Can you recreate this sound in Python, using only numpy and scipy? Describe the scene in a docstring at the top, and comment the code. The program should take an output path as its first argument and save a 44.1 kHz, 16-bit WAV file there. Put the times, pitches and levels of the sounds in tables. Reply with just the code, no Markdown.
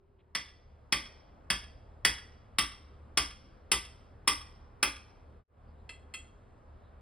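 """A muffled drone dies away as a fenced yard fades in: a club hammer drives a steel stake into the lawn.
A few metres off, each blow is heard in stereo: it cracks, rings stake and head and thumps through the soil.
Strikes are spiky noise and decaying sines; shaped noise makes the returns from fences and far houses.
After a short fade through near silence two thin tubes clink. A far motor, made of wavering sines, hums;
bands of noise make traffic rumble and hiss, and short swells of narrow noise make faint rustles."""
import sys
import numpy as np
from scipy import signal
from scipy.fft import rfft, irfft, next_fast_len
from scipy.io import wavfile
from scipy.ndimage import uniform_filter1d

SR = 44100
rng = np.random.default_rng(int(sys.argv[2]) if len(sys.argv) > 2 else 0)


def to_wav(s):
    """Save 16-bit WAV."""
    ch = np.atleast_2d(s).T  # columns
    pcm = np.round(np.clip(ch, -1, 1) * 32767)  # PCM
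    wavfile.write(sys.argv[1], SR, pcm.astype(np.int16))


N = 309141  # length in samples

# All dB in the tables are relative: strength, tilt, echo or fades act on top of them.
# Hammer blows on the stake. Each row: start in seconds, strength in dB, treble in dB, soil thump in dB.
HAMMER_BLOWS = [(0.3495, -14, -8, -32), (0.9232, -11.5, -5.5, -28), (1.5016, -14.5, -1.5, -21),
                (2.049, -12, -2, -24.5), (2.5844, -13.5, -1.5, -25), (3.1729, -13.5, -1, -22),
                (3.716, -13, 1.5, -22), (4.275, -14, 0, -28), (4.8273, -14, -1.5, -26.5)]
# Rings of stake and hammer head, damped by hand and soil.
# Each row: frequency in Hz, level in dB, time to fall 60 dB in seconds.
STAKE_RINGS = [(864.2, -9.5, 0.099), (1108, -8.5, 0.081), (1167, -1.5, 0.13), (1531, -13.5, 0.22),
               (1734, -8.5, 0.064), (1993, -5, 0.14), (2081, -4, .1), (2406, -6.5, .1), (2545, -8, .12),
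               (2705, -9.5, 0.077), (3114, -7.5, 0.081), (3290, -5.5, 0.14), (3314, -8, 0.19),
               (3420, -8, 0.15), (4260, -15, 0.058), (4713, -8, 0.14), (4890, -10, 0.15), (5300, -1, 0.05),
               (5460, -4.5, 0.22), (6476, -7.5, 0.12), (7690, -16, .07), (8420, -3, 0.088),
               (9580, -12.5, 0.09), (10800, -3, 0.083), (11400, -12.5, 0.07), (12990, -7, .06),
               (15400, -10.5, .055)]
# Spectrum of the crack of steel on steel. Each row: frequency in Hz, density in dB per Hz.
CRACK_SPECTRUM = [(100, -30.5), (300, -1.5), (600, -12), (1200, -3.5), (2200, 0.5), (3400, -2),
                  (4300, -4.5), (5400, -1.5), (7500, -14), (10700, -3.5), (12000, -21), (14200, -29),
                  (15400, -16.5), (16800, -43.5)]
# Dull knock of handle and turf. Each row: frequency in Hz, level in dB, time to fall 60 dB in seconds.
KNOCK_RINGS = [(138, -5, 0.18), (192.7, -0.5, 0.13), (265.4, -2, 0.092), (390, -4.5, 0.048), (577, -7, 0.1)]
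# Clinks of the tubes. Each row: start in seconds, strength in dB, treble in dB.
TUBE_CLINKS = [(5.8913, -32, -11), (6.1383, -27.5, -4.5)]
# Rings of the thin tubes. Each row: frequency in Hz, level in dB, time to fall 60 dB in seconds.
TUBE_RINGS = [(1296, -10, 0.13), (2030, -4, 0.18), (2460, -4.5, 0.075), (2660, -3, 0.194), (3280, -1, 0.12),
              (4250, -1, 0.096), (6660, -19, 0.095), (6780, -10.5, 0.34), (7600, -5, 0.15),
              (7970, -10, 0.17), (8430, -14, .07), (8820, -8.5, 0.18), (9400, -12, 0.18),
              (10670, -17, 0.08), (11800, -14, 0.12)]
# Echo of the yard. Each row: frequency in Hz, near fences in dB, their 60 dB decay in seconds,
# far houses in dB, their 60 dB decay in seconds.
YARD_ECHO = [(150, -1.5, 0.25, -25.5, 0.7), (600, 2, .22, -21, 0.96), (1820, -3, 0.25, -25, 0.81),
             (4500, -6.5, 0.25, -24, 0.73), (8850, -4, 0.22, -24, 0.5), (15000, -1.5, .14, -28, 0.32)]
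# Faint rustles of cloth or grass. Each row: centre in seconds, length in seconds, frequency in Hz,
# reach to either side in octaves, level in dB.
FAINT_RUSTLES = [(0.202, 0.027, 2700, .8, -67.5), (5.703, 0.075, 4700, 0.24, -87),
                 (5.8, 0.052, 3800, .27, -83.5), (6.871, 0.083, 3770, 0.245, -83.5)]
# The far motor. Each row: frequency in Hz, level in dB.
MOTOR_HUM = [(37.5, -2.5), (75, 3.5), (112, -6.5), (150, -15.5)]
# Spectrum of traffic rumble and hiss. Each row: frequency in Hz, density in dB per Hz.
TOWN_SPECTRUM = [(12, -32.5), (20, -9.5), (81, -4.5), (146, -16), (222, -16.5), (377, -22), (410, -15.5),
                 (446, -24.5), (485, -16.5), (558, -20.5), (1260, -26), (1960, -37), (3840, -49),
                 (5530, -53.5), (16000, -69.5)]
# Likeness of left and right noise. Each row: frequency in Hz, correlation from 0 to 1.
CHANNEL_LIKENESS = [(60, 0.95), (150, 0.7), (300, 0.9), (650, 0.3), (1400, .05), (2300, 1), (3200, 0.99),
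                    (16000, 1)]
# Phase between left and right channels. Each row: frequency in Hz, lead of the left in radians.
CHANNEL_LEAD = [(2200, 0.5), (2900, 0.53), (5050, 0), (5250, 2), (6500, 4), (7000, 3.5), (7450, 5),
                (7750, 4.5), (9400, 7), (11200, 7.5), (11700, 9.5), (14000, 9.5), (14600, 12),
                (22050, 12.5)]

CRACK_DB, CRACK_T60_S, RING_DB, KNOCK_DB = 3.5, 0.055, -12, -26
# the lowest rings, and those around 2.6 kHz, grow as the stake sinks
LOW_RING_DB, LOW_RING_DB_PER_S = -6, 1.21
MIDDLE_RING_DB, MIDDLE_RING_DB_PER_S = -5, 1.54
THUMP_HZ, THUMP_LAG_S, THUMP_T60_S = 59.4, .018, 0.41
# one far wall answers faintly, best in the middle range
SLAP_S, SLAP_LENGTH_S, SLAP_DB, SLAP_HZ, SLAP_DB_PER_OCTAVE = 0.1337, 0.0046, -24.5, 3020, -6.5
ECHO_DB = -27.0
# the hum throbs: mean level, swing either way, period, a moment of full strength
HUM_DB, THROB_DB, THROB_S, THROB_TOP_S = -61, 3.5, 1.29, 3.15
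RUMBLE_DB, HISS_DB = -64, -65.5
LATER_RUMBLE_DB, LATER_HISS_DB = -64.5, -66  # after the fade through near silence
DRONE_HZ, DRONE_OCTAVES, DRONE_DB, DRONE_S = 382, .18, -70.5, 0.71
# the yard fades in from a low level; the hiss starts lower still
OPEN_DB, OPEN_HISS_DB, OPEN_S = -9, -3, 1.125
# the sound fades through near silence between hammer and tubes
OUT_S, SILENT_S, IN_S, BACK_S, SILENCE_DB = 5.37, 5.44, 5.475, 5.645, -44
CEILING = 0.57  # the input stage rounds peaks towards this size
TOP_HZ = 16700


def hammer():
    """Blows through the air, and the thump that rolls through the soil a little later."""
    air, soil = np.zeros(N), np.zeros(N)
    t = np.arange(SR // 2) / SR
    thump = (1 - np.exp(-t / 0.013)) * fade(t, THUMP_T60_S) * np.sin(2 * np.pi * THUMP_HZ * t)
    for s, db, treble_db, thump_db in HAMMER_BLOWS:
        low_db = LOW_RING_DB + LOW_RING_DB_PER_S * s
        middle_db = MIDDLE_RING_DB + MIDDLE_RING_DB_PER_S * s
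        # tilt: Hz, dB
        tilt = [(1250, low_db), (1700, 0), (2150, 0), (2600, middle_db),
                (3150, 0.0022), (5000, 0.0017), (8000, treble_db)]
        blow = strike(STAKE_RINGS, tilt, rough=1.12, crack_db=CRACK_DB, ring_db=RING_DB)
        add(air, s, undb(db) * blow)
        knock = ring(KNOCK_RINGS, [(1000, 0)], scatter_db=2.0, rough=.3)  # no tilt
        knock = knock * np.minimum(t / 0.0036, 1)
        add(air, s, undb(db + KNOCK_DB) * knock)
        add(soil, s + THUMP_LAG_S, undb(db + thump_db) * thump)
    return air, soil


def strike(modes, tilt, rough, crack_db, ring_db):
    """Metal meets metal: a short crack of spiky chatter, and the rings it sets off."""
    t = np.arange(SR // 2) / SR
    hz = np.arange(len(t) // 2 + 1) * SR / len(t)
    chatter = unit(rng.standard_normal(len(t)) ** 3)  # cubing makes it spiky
    colour = undb(along(CRACK_SPECTRUM, hz) + along(tilt, hz))
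    crack = irfft(rfft(chatter) * colour) * fade(t, CRACK_T60_S)
    rings = ring(modes, tilt, scatter_db=2.0, rough=rough)
    onset = np.minimum(t / 0.0019, 1)
    return (undb(crack_db) * crack + undb(ring_db) * rings) * onset


def ring(modes, tilt, scatter_db, rough):
    """Decaying modes; each contact weights and detunes them, and a loose grip makes them flutter."""
    t = np.arange(SR // 2) / SR
    hz, db, t60 = np.transpose(modes)[:, :, None]
    level_chance, tuning_chance, phase_chance = rng.standard_normal((3, len(modes), 1))
    step = int(.003 * SR)  # each random value is held 3 ms, then slewed
    wobble = rng.standard_normal((2, len(modes), len(t) // step + 1)).repeat(step, axis=2)
    phase_wobble, size_wobble = rough * uniform_filter1d(wobble, step)[:, :, :len(t)]
    phase = 2 * np.pi * (hz * (1 + .004 * tuning_chance) * t + phase_chance) + phase_wobble
    level = undb(db + along(tilt, hz) + scatter_db * level_chance)
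    return (level * fade(t, t60) * (1 + 0.69 * size_wobble) * np.sin(phase)).sum(axis=0)


def tubes():
    """Light taps of thin tubes: little bass, short rings."""
    air = np.zeros(N)
    for s, db, treble_db in TUBE_CLINKS:
        tilt = [(500, -3.5), (1500, -3.5), (5000, -3), (8000, treble_db)]  # Hz, dB
        clink = strike(TUBE_RINGS, tilt, rough=0.48, crack_db=-0.5, ring_db=-9.5)
        add(air, s, undb(db) * clink)
    return air


def yard(air):
    """Direct sound, then dense returns from near fences and a longer wash from far houses."""
    pair, hz = noise_pair(SR)
    t = np.arange(SR) / SR
    echo = 0
    for k, (centre, near_db, near_s, far_db, far_s) in enumerate(YARD_ECHO):
        share = along([(row[0], k == j) for j, row in enumerate(YARD_ECHO)], hz)
        near = undb(near_db) * fade(t, near_s)
        far = undb(far_db) * fade(t, far_s) * np.minimum(t / 0.012, 1)  # builds up slowly
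        slap_db = SLAP_DB + SLAP_DB_PER_OCTAVE * abs(np.log2(centre / SLAP_HZ))
        slap = undb(slap_db) * np.exp(-((t - SLAP_S) / SLAP_LENGTH_S) ** 2)
        echo = echo + irfft(pair * share) * (near + far + slap)
    # the first returns need 2 ms to arrive
    echo = undb(ECHO_DB) * echo * np.clip((t - .002) / 0.0073, 0, 1)
    return air + signal.fftconvolve(echo, air[None])[:, :N]


def rustles():
    """Cloth or grass rubs: short swells of narrow hiss."""
    air = np.zeros(N)
    t = np.arange(SR) / SR - .5
    hz = np.arange(SR // 2 + 1)
    for s, length, centre, octaves, db in FAINT_RUSTLES:
        hiss = unit(irfft(rfft(rng.standard_normal(SR)) * band(hz, centre, octaves)))
        swell = undb(db) * hiss * np.exp(-(2 * t / length) ** 2)
        # the swell peaks at s; what would precede the start is left off
        add(air, max(s - .5, 0), swell[int(max(.5 - s, 0) * SR):])
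    return air


def hum():
    """A far motor: a few multiples of its turning rate, wavering in pitch and size."""
    turn = np.cumsum(1 + 0.018 * walk(3.9)) / SR
    return sum(undb(db + 2.3 * walk(9)) * np.sin(2 * np.pi * hz * turn) for hz, db in MOTOR_HUM)


def town(rumble_db, hiss_db):
    """Traffic rumble and hiss in half-octave bands that swell together and flicker alone."""
    size = next_fast_len(N)
    pair, hz = noise_pair(size)
    pair = pair * undb(along(TOWN_SPECTRUM, hz))
    swell = walk(0.99)
    # each level is set within a reference band
    rumble = undb(rumble_db) / np.std(irfft(pair * (hz > 150) * (hz < 550), size))
    hiss = undb(hiss_db) / np.std(irfft(pair * (hz > 650) * (hz < 2500), size))
    out = 0
    for centre in 20 * 2 ** np.arange(0, 10, .5):
        gain = rumble if centre < 600 else hiss
        noise = irfft(pair * band(hz, centre, 0.49), size)[:, :N]
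        out = out + noise * gain * undb(0.78 * swell + 1.4 * walk(6.1))
    return out


def drone(t):
    """A narrow band of low noise that fades out."""
    size = next_fast_len(N)
    pair, hz = noise_pair(size)
    noise = unit(irfft(pair * band(hz, DRONE_HZ, DRONE_OCTAVES), size)[:, :N])
    return undb(DRONE_DB) * noise * np.clip(1 - t / DRONE_S, 0, 1)


def noise_pair(size):
    """Spectra of left and right noise, alike by the likeness of the channels, and their frequencies."""
    hz = np.arange(size // 2 + 1) * SR / size
    alike = np.clip(along(CHANNEL_LIKENESS, hz), 0, 1)
    mid, side = rfft(rng.standard_normal((2, size))) * np.sqrt([1 + alike, 1 - alike])
    return np.array([mid + side, mid - side]) / 2, hz


def band(hz, centre_hz, octaves):
    """Triangle on a log-frequency axis, reaching the given octaves to either side."""
    return np.clip(1 - abs(np.log2((hz + 1) / centre_hz)) / octaves, 0, 1)


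def walk(rate):
    """Random levels held 1 / rate s and slewed twice; spread near 1."""
    k = int(SR / rate)
    held = np.repeat(rng.standard_normal(size=200), k)[:N]
    return 1.2 * uniform_filter1d(uniform_filter1d(held, k), k)


def add(track, s, sound):
    """Mixes a sound in at s seconds."""
    i = int(s * SR)
    track[i:i + len(sound)] += sound[:len(track) - i]


def along(table, hz):
    """Second column of a table read on a log-frequency axis."""
    table = np.array(table, float)
    return np.interp(np.log(hz + 1), np.log(table[:, 0] + 1), table[:, 1])


def fade(t, t60):
    """Exponential decay that falls 60 dB in t60 seconds."""
    return np.exp(-np.log(1000) * t / t60)


def unit(x):
    """Scales a sound to an RMS of one."""
    return x / np.sqrt(np.mean(x ** 2))


def undb(db):
    """Amplitude factor of a level in dB."""
    return 10 ** (np.asarray(db) / 20)


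def scene():
    """Blows and clinks in the yard over rustles, town and hum, faded in, down and back up, plus the drone."""
    t = np.arange(N) / SR
    closed = np.clip(1 - t / OPEN_S, 0, 1)  # 1 at the start, 0 once faded in
    later = t > SILENT_S
    rumble_db = np.where(later, LATER_RUMBLE_DB, RUMBLE_DB)
    hiss_db = np.where(later, LATER_HISS_DB, HISS_DB) + OPEN_HISS_DB * closed
    hum_db = HUM_DB + THROB_DB * np.cos(2 * np.pi * (t - THROB_TOP_S) / THROB_S)
    air, soil = hammer()
    mix = yard(air + tubes()) + soil + rustles()
    mix = mix + town(rumble_db, hiss_db) + undb(hum_db) * hum()
    fade_out = (SILENT_S - t) / (SILENT_S - OUT_S)
    fade_in = (t - IN_S) / (BACK_S - IN_S)
    ramp = np.clip(np.maximum(fade_out, fade_in), 0, 1)
    return mix * undb(OPEN_DB * closed) * np.maximum(ramp, undb(SILENCE_DB)) + drone(t)


def record(dry):
    """Treble phase differs between left and right; peaks are rounded, the top is cut."""
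    size = next_fast_len(N + SR // 10)
    hz, lead = np.transpose(CHANNEL_LEAD)
    lead = np.interp(np.arange(size // 2 + 1) * SR / size, hz, lead, left=0)
    lead = uniform_filter1d(lead, size=150 * size // SR)  # smoothed over 150 Hz
    turns = np.exp(.5j * np.array([lead, -lead]))  # half the lead to each channel
    channels = irfft(rfft(dry, size) * turns, size)[:, :N]
    rounded = CEILING * np.tanh(channels / CEILING)
    low_pass = signal.ellip(8, .2, 80, TOP_HZ, fs=SR, output="sos")
    return signal.sosfilt(low_pass, rounded)


dry = scene()
out = record(dry)
to_wav(out)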